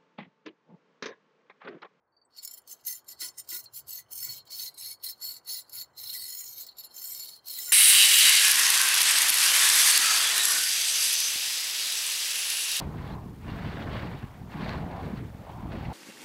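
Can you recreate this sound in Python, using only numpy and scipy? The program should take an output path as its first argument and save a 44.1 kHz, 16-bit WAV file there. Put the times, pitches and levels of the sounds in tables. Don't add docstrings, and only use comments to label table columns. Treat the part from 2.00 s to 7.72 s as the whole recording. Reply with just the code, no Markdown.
import sys
import numpy as np
from scipy import signal
from scipy.fft import rfft, irfft, next_fast_len
from scipy.io import wavfile
from scipy.ndimage import uniform_filter1d

SR = 44100
rng = np.random.default_rng(int(sys.argv[2]) if len(sys.argv) > 2 else 0)


def log_audio(samples):
    frames = np.atleast_2d(samples).T
    limited = np.clip(frames, -1, 1)
    pcm = np.round(limited * 32767).astype(np.int16)
    wavfile.write(sys.argv[1], SR, pcm)


def voltage_ratio(level):
    return 10 ** (np.asarray(level, float) / 20)


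N = 252248

# (start [s], length [s], pressure at start [dB], pressure at end [dB])
STROKES = [(0.373, 0.018, -57, -56.5), (0.425, 0.12, -72, -51.5), (0.581, 0.011, -41.5, -78),
           (0.688, 0.039, -50, -41), (0.871, 0.11, -31, -52.0), (1.086, 0.041, -45.5, -49),
           (1.211, 0.072, -35.5, -45), (1.382, 0.021, -45.0, -48), (1.499, 0.1, -36.5, -41.5),
           (1.639, 0.023, -53, -69), (1.742, 0.049, -45, -40.5), (1.886, 0.11, -41.5, -44.5),
           (2.12, 0.26, -42.0, -46), (2.451, 0.021, -90, -57.5), (2.512, 0.17, -42.5, -42.0),
           (2.781, 0.15, -45, -45.5), (3.039, 0.075, -38.5, -41.5), (3.221, 0.15, -39, -50.5),
           (3.481, 0.126, -37, -44), (3.732, 0.091, -42, -42), (3.977, 0.29, -46, -46.0),
           (4.098, 0.45, -46, -48.5), (4.565, 0.073, -43, -44), (4.671, 0.025, -52, -67),
           (4.791, 0.026, -41, -56), (4.829, 0.02, -54.0, -46.5), (4.944, 0.11, -50.5, -41.5),
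           (5.055, 0.31, -43.5, -55), (5.462, 0.25, -44, -39.5)]


def unit(x):
    return x / np.sqrt(np.mean(x ** 2) + 1e-20)


def curves(rows):
    s, *cols = np.transpose(rows)
    return [np.interp(np.arange(N) / SR, s, c) for c in cols]


def wobble(rate):
    knots = rng.standard_normal(4000)
    return 0.76 * np.interp(np.arange(N) * rate / SR, np.arange(len(knots)), knots)


def resonate(x, hz, width_hz):
    return signal.lfilter(*signal.iirpeak(min(hz, SR / 2.2), hz / width_hz, SR), x)


def noise(points):
    m = next_fast_len(N)
    hz, db = np.transpose(points)
    bins_hz = np.fft.rfftfreq(m, 1 / SR)
    gain = voltage_ratio(np.interp(np.log(bins_hz + 1), np.log(hz + 1), db, right=-120))
    return unit(irfft(rfft(rng.standard_normal(m)) * gain, m)[:N])


def swells(start, length, from_db, to_db, rise, fall, arch_db, trail_db, trail):
    t = np.arange(0, N / SR + .002, .001)
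    u = np.clip((t - start) / np.maximum(length, 1e-3), 0, 1)
    arch = arch_db * np.sqrt(np.abs(length)) * (1 - (2 * u - 1) ** 2)
    db = from_db + (to_db - from_db) * u + arch
    after = np.maximum(t - start - length, 0)
    db = db - rise * np.maximum(start - t, 0)
    db = db + np.maximum(-fall * after, trail_db - trail * after)
    total_db = 10 * np.log10(np.sum(voltage_ratio(db) ** 2, axis=0) + 1e-16)
    return np.interp(np.arange(N) / SR, t, total_db)


def outdoors():
    # (time [s], level [dB])
    wash = [
        (0, -79.5),
        (.43, -73),
        (.62, -71),
        (2.3, -69),
        (4.2, -69),
        (5.56, -68),
        (5.72, -65),
    ]
    # (frequency [Hz], level [dB per Hz])
    air = [(30, -38), (60, -7.5), (100, -12), (250, -5.5), (400, -3.5), (1000, -2.5), (1600, -9),
           (2200, -20.5), (3000, -34), (15000, -46)]
    # (frequency [Hz], level [dB per Hz])
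    engine_colour = [(35, -41), (55, -9), (85, -2), (118, 6), (150, -2.5), (220, -26)]
    # (time [s], peak level [dB])
    surges = [(.9, -81), (1.18, -74), (1.5, -72), (1.78, -67), (1.98, -75), (2.31, -63), (2.6, -75),
              (2.88, -75), (3.29, -73), (3.79, -73.5), (4.09, -68), (4.5, -78), (5.23, -76)]
    air_db, = curves(wash)
    s, db = np.transpose(surges)[..., None]
    surge_db = swells(s, 0 * s, db, db, rise=85, fall=61, arch_db=0, trail_db=-15, trail=30)
    idle_db = -83 + air_db - air_db.max()
    engine = (voltage_ratio(surge_db) + voltage_ratio(idle_db)) * voltage_ratio(1.6 * wobble(12)) * noise(engine_colour)
    return voltage_ratio(air_db + 1.5 + 2.0 * wobble(20)) * noise(air) + engine


def bird():
    # (time [s], pitch [Hz], level [dB], time to fade [s])
    chirps = [
        (.075, 4340, -96, 0.048),
        (.12, 4570, -86, 0.17),
        (0.165, 4620, -68, 0.065),
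        (0.214, 4590, -67.5, 0.054),
        (0.249, 8080, -68, 0.032),
    ]
    out, t = np.zeros(N), np.arange(SR // 15) / SR
    for s, hz, db, t60 in chirps:
        phase = 2 * np.pi * hz * (t - 0.19 * t * t) + 1.0 * wobble(300)[:len(t)]
        onset = (1 - np.exp(-t / 0.0017)) ** 2
        out[round(s * SR):][:len(t)] += voltage_ratio(db + 11 - 40 * t / t60) * onset * np.sin(phase)
    return out


def knocks():
    # (time [s], flex peak level [dB], wood against flex [dB])
    bumps = [(0.8869, -50.5, -13), (1.2176, -41.5, -8.5), (1.2446, -46.5, -10.5), (1.517, -41, -13.5),
             (1.5479, -47.5, -8.5), (1.9809, -51.5, -24), (2.2209, -54, -4.5), (2.2694, -49, -8),
             (2.5975, -52, -13.5), (3.052, -56, -15), (4.1475, -47, -24), (4.2512, -53, -12),
             (5.1228, -51.5, -16), (5.5767, -47, -15), (5.685, -43.5, -13.5)]
    # (frequency [Hz], width [Hz], level [dB])
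    head = [(352, 22, 2.5), (470, 690, -11.5), (1008, 12, 5), (1463, 42, 3)]
    flex, wood, t = np.zeros(N + SR), np.zeros(N + SR), np.arange(SR // 10) / SR
    for s, db, wood_db in bumps:
        push = voltage_ratio(db + 21.5 - 60 * t / 0.15) * rng.standard_normal(len(t))
        flex[round(s * SR):][:len(t)] += push
        wood[round(s * SR):][:len(t)] += voltage_ratio(wood_db - 4.0) * push
    out = resonate(flex[:N], 1985, 35) + voltage_ratio(-17) * resonate(flex[:N], 2064, 76)
    for hz, width_hz, db in head:
        out += voltage_ratio(db) * resonate(wood[:N], hz, width_hz)
    return out


def flicks(per_second, size_db, clump_db):
    chance, size = rng.random(N), np.minimum(rng.exponential(1, N), 3)
    clumps_db = clump_db * wobble(80) + 3.7 * wobble(330) + 0.47 * wobble(35)
    return unit((chance < per_second / SR) * voltage_ratio(size_db * size + clumps_db))


def tufts(rows):
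    out, t = np.zeros(N + SR), np.arange(SR // 15) / SR
    for s, db, t60 in rows:
        t60 = np.clip(t60, .002, .08)
        onset = 1 - np.exp(-t / (0.14 * t60))
        out[round(s * SR):][:len(t)] += voltage_ratio(db - 6.5 - 60 * t / t60) * onset
    return out[:N]


def tuft_bursts():
    # (time [s], peak level [dB])
    catches = [(0.428, -34), (1.6397, -32), (0.4483, -16.5), (0.4748, -20), (0.5103, -31), (0.537, -25),
               (.675, -30.5), (.716, -40), (0.8498, -28), (0.866, -25), (0.925, -19.5), (1.1943, -44),
               (1.3785, -33), (1.489, -20.5), (1.8693, -40), (1.892, -32), (2.1057, -45), (2.1316, -26),
               (2.519, -43), (3.0401, -41), (3.2114, -57), (3.2284, -30), (3.729, -34), (4.407, -26),
               (4.44, -33), (4.4756, -30), (4.7687, -38), (4.783, -32), (4.958, -42), (5.481, -21.5)]
    # (time [s], peak level [dB], time to fade [s])
    strays = [(.3, -79, 0.0054), (.618, -46, .003), (.811, -45, .004), (1.044, -46, 0.0047),
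              (1.505, -35, .0037), (1.6028, -45, .012), (1.725, -52, .004), (1.906, -14.5, 0.0034),
              (2.04, -54, .004), (4.71, -43, .004), (4.885, -56, .004), (1.96, -32, .0036),
              (2.453, -45, 0.0095), (2.7404, -38, 0.017), (3.175, -55, 0.016), (3.447, -44, 0.017),
              (3.6943, -32.5, .012), (4.348, -24, .0096), (4.665, -24.5, 0.0077), (4.686, -52, 0.014),
              (4.809, -38, .0034)]
    first = [(s - 0.0072, db - 0.5) for s, _, db, _ in STROKES]
    return tufts([(s, db, 0.01) for s, db in catches + first] + strays)


def plucks():
    # (time [s], peak level [dB])
    slips = [
        (.478, -29),
        (1.657, -15),
        (1.959, -12.5),
        (3.547, -16),
        (4.635, -33),
        (4.687, -19),
        (4.836, -15.5),
    ]
    return 11 * tufts([(s, db, .009) for s, db in slips])


def brush_pressure():
    # (start [s], length [s], pressure at start [dB], pressure at end [dB])
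    lingers = [(0.318, 0.059, -94.5, -67), (0.421, 0.018, -56, -45), (.76, 0.061, -75, -78),
               (1.308, 0.039, -81, -84), (1.438, .05, -71, -74), (2.732, .05, -79, -76),
               (3.144, 0.078, -81, -74), (3.643, 0.05, -82, -73), (4.694, 0.028, -76, -73),
               (4.894, 0.044, -71, -63), (5.357, 0.028, -65, -71)]
    start, length, from_db, to_db = np.transpose(STROKES + lingers)[..., None]
    return swells(start, length, from_db, to_db, rise=1190, fall=1031,
                  arch_db=8.5, trail_db=-29, trail=405)


def ring_balance(pressure_db):
    # (time [s], seat [0 = on the tooth tips, 1 = on the flat])
    seat_path = [(.3, -0.77), (.52, 0.81), (.95, 0.69), (1.22, -0.11), (1.4, 1), (1.52, 0.31), (1.75, 0.76),
                 (1.98, 0.25), (2.15, 0.74), (2.31, -0.047), (4.27, 0.028), (4.4, 0.63), (4.54, 0.49),
                 (4.72, -0.11), (5.08, 0.64), (5.26, -0.2), (5.55, 0.13), (5.72, 0.63)]
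    # (time [s], reach [0 = where the middle rings are at rest, 1 = where they swing most])
    reach_path = [(.4, 0.91), (.6, 0.2), (.75, 0.42), (1.0, 0.32), (1.22, 1), (1.42, 1), (1.65, 0.025),
                  (2.02, 0.18), (2.28, 0.6), (2.5, 0.57), (3.0, 0.35), (3.5, 0.28), (4.12, 0.19),
                  (4.33, 0.78), (4.58, 0.18), (5.17, 0.79), (5.42, 0), (5.72, 0.86)]
    (seat,), (reach,) = curves(seat_path), curves(reach_path)
    eased_db = np.clip(-42.5 - pressure_db, 0, 40)

    def family_db(tips_db, flat_db, belly_db, lag):
        return tips_db + flat_db * seat + belly_db * reach + lag * eased_db

    teeth = family_db(-2.28, -17, -0.6, 0.4)
    second = family_db(-13.5, -4.5, 9.5, .2)
    mid = family_db(-10.5, 3, 8.5, 0.1533)
    bending = 0.27 * teeth + 0.27 * second + 0.63 * mid - 13
    return bending, teeth, second, mid, 0


def saw():
    # (frequency [Hz], width [Hz], level [dB])
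    blade = [(1440, 39, -22), (1990, 44, -15), (2810, 70, -22), (3170, 40, -18), (4160, 33, -3),
             (4370, 45, 0), (5330, 53, -4), (5840, 50, -15), (6310, 76, -9), (6810, 36, -9), (7200, 56, -3),
             (7840, 40, -11), (8190, 81, -12), (8510, 67, -15), (8950, 38, -12), (9190, 79, -12),
             (10200, 96, -8), (10600, 32, -14), (11400, 68, -4), (12300, 98, -5), (13400, 74, -8),
             (13900, 70, -9), (15100, 100, -5), (15400, 43, -9),
             (2230, 50, -22), (3800, 60, -18), (4580, 50, -13), (5250, 40, -10), (10080, 45, -8),
             (11300, 60, -6), (12500, 80, -5), (15010, 70, -8), (14150, 70, -9), (14600, 70, -14)]
    # (frequency [Hz], width [Hz], level [dB])
    bristle = [(2020, 920, -35.5), (3050, 280, -21.5), (4000, 275, -17), (4820, 570, -25), (5240, 300, -19),
               (7400, 1100, -33), (9100, 1400, -34), (10440, 700, -20), (13100, 830, -12.5),
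               (15700, 3400, -16.5)]
    # (frequency [Hz], ..)
    plucked_hz = (4160, 4370)
    # (frequency [Hz], ..)
    family_hz = (3400, 4900, 5700, 9600)
    pressure_db = brush_pressure()
    balance_db = ring_balance(pressure_db)
    rasp = flicks(per_second=12000, size_db=2.0, clump_db=-0.5)
    burst, pluck = tuft_bursts(), plucks()
    resting = voltage_ratio(-87.5) * np.clip((np.arange(N) / SR - 0.28) / 0.068, 0, 1)
    modes = np.array(blade + bristle) * [1, .8, 1]
    family = np.searchsorted(family_hz, modes[:, 0])
    bursts_db = (-25.0, -6.5, -5, 1.5, 5.5)
    rests_db = (6.5, -1, -3.5, 1.5, -2.0)
    out = np.zeros(N)
    for k, (rel_db, burst_db, rest_db) in enumerate(zip(balance_db, bursts_db, rests_db)):
        rubbing = voltage_ratio(pressure_db + rel_db) + voltage_ratio(rest_db) * resting
        force = rubbing * rasp * voltage_ratio(1.3 * wobble(45)) + voltage_ratio(burst_db) * burst
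        own = modes[family == k]
        coupling = np.array([voltage_ratio(db + 8.15 * wobble(8.8)) for db in own[:, 2]])
        force /= np.sqrt(own[:, 1] @ coupling ** 2 * np.pi / SR)
        for (hz, width_hz, db), gain in zip(own, coupling):
            spots = rng.standard_normal(N)
            drive = gain * force + (hz in plucked_hz) * voltage_ratio(db) * pluck
            out += resonate(drive * spots, hz, width_hz)
    return out


def damped(x, patchy_db):
    z = signal.stft(x, nperseg=512, noverlap=384)[2]
    field = uniform_filter1d(rng.standard_normal(z.shape), size=3, axis=0)
    field = uniform_filter1d(field, size=6, axis=1)
    return signal.istft(z * voltage_ratio(patchy_db * unit(field) - 1.5), nperseg=512, noverlap=384)[1][:N]


def scene():
    return (damped(saw(), patchy_db=3) + knocks() + bird() + outdoors())[None]


def roll_off(x):
    return signal.sosfilt(signal.butter(12, 16480, fs=SR, output="sos"), x)


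def record(dry):
    band_limit = signal.ellip(14, .5, 90, 15750, fs=SR, output="sos")
    return roll_off(signal.sosfilt(band_limit, dry))


dry = scene()
out = record(dry)
log_audio(out)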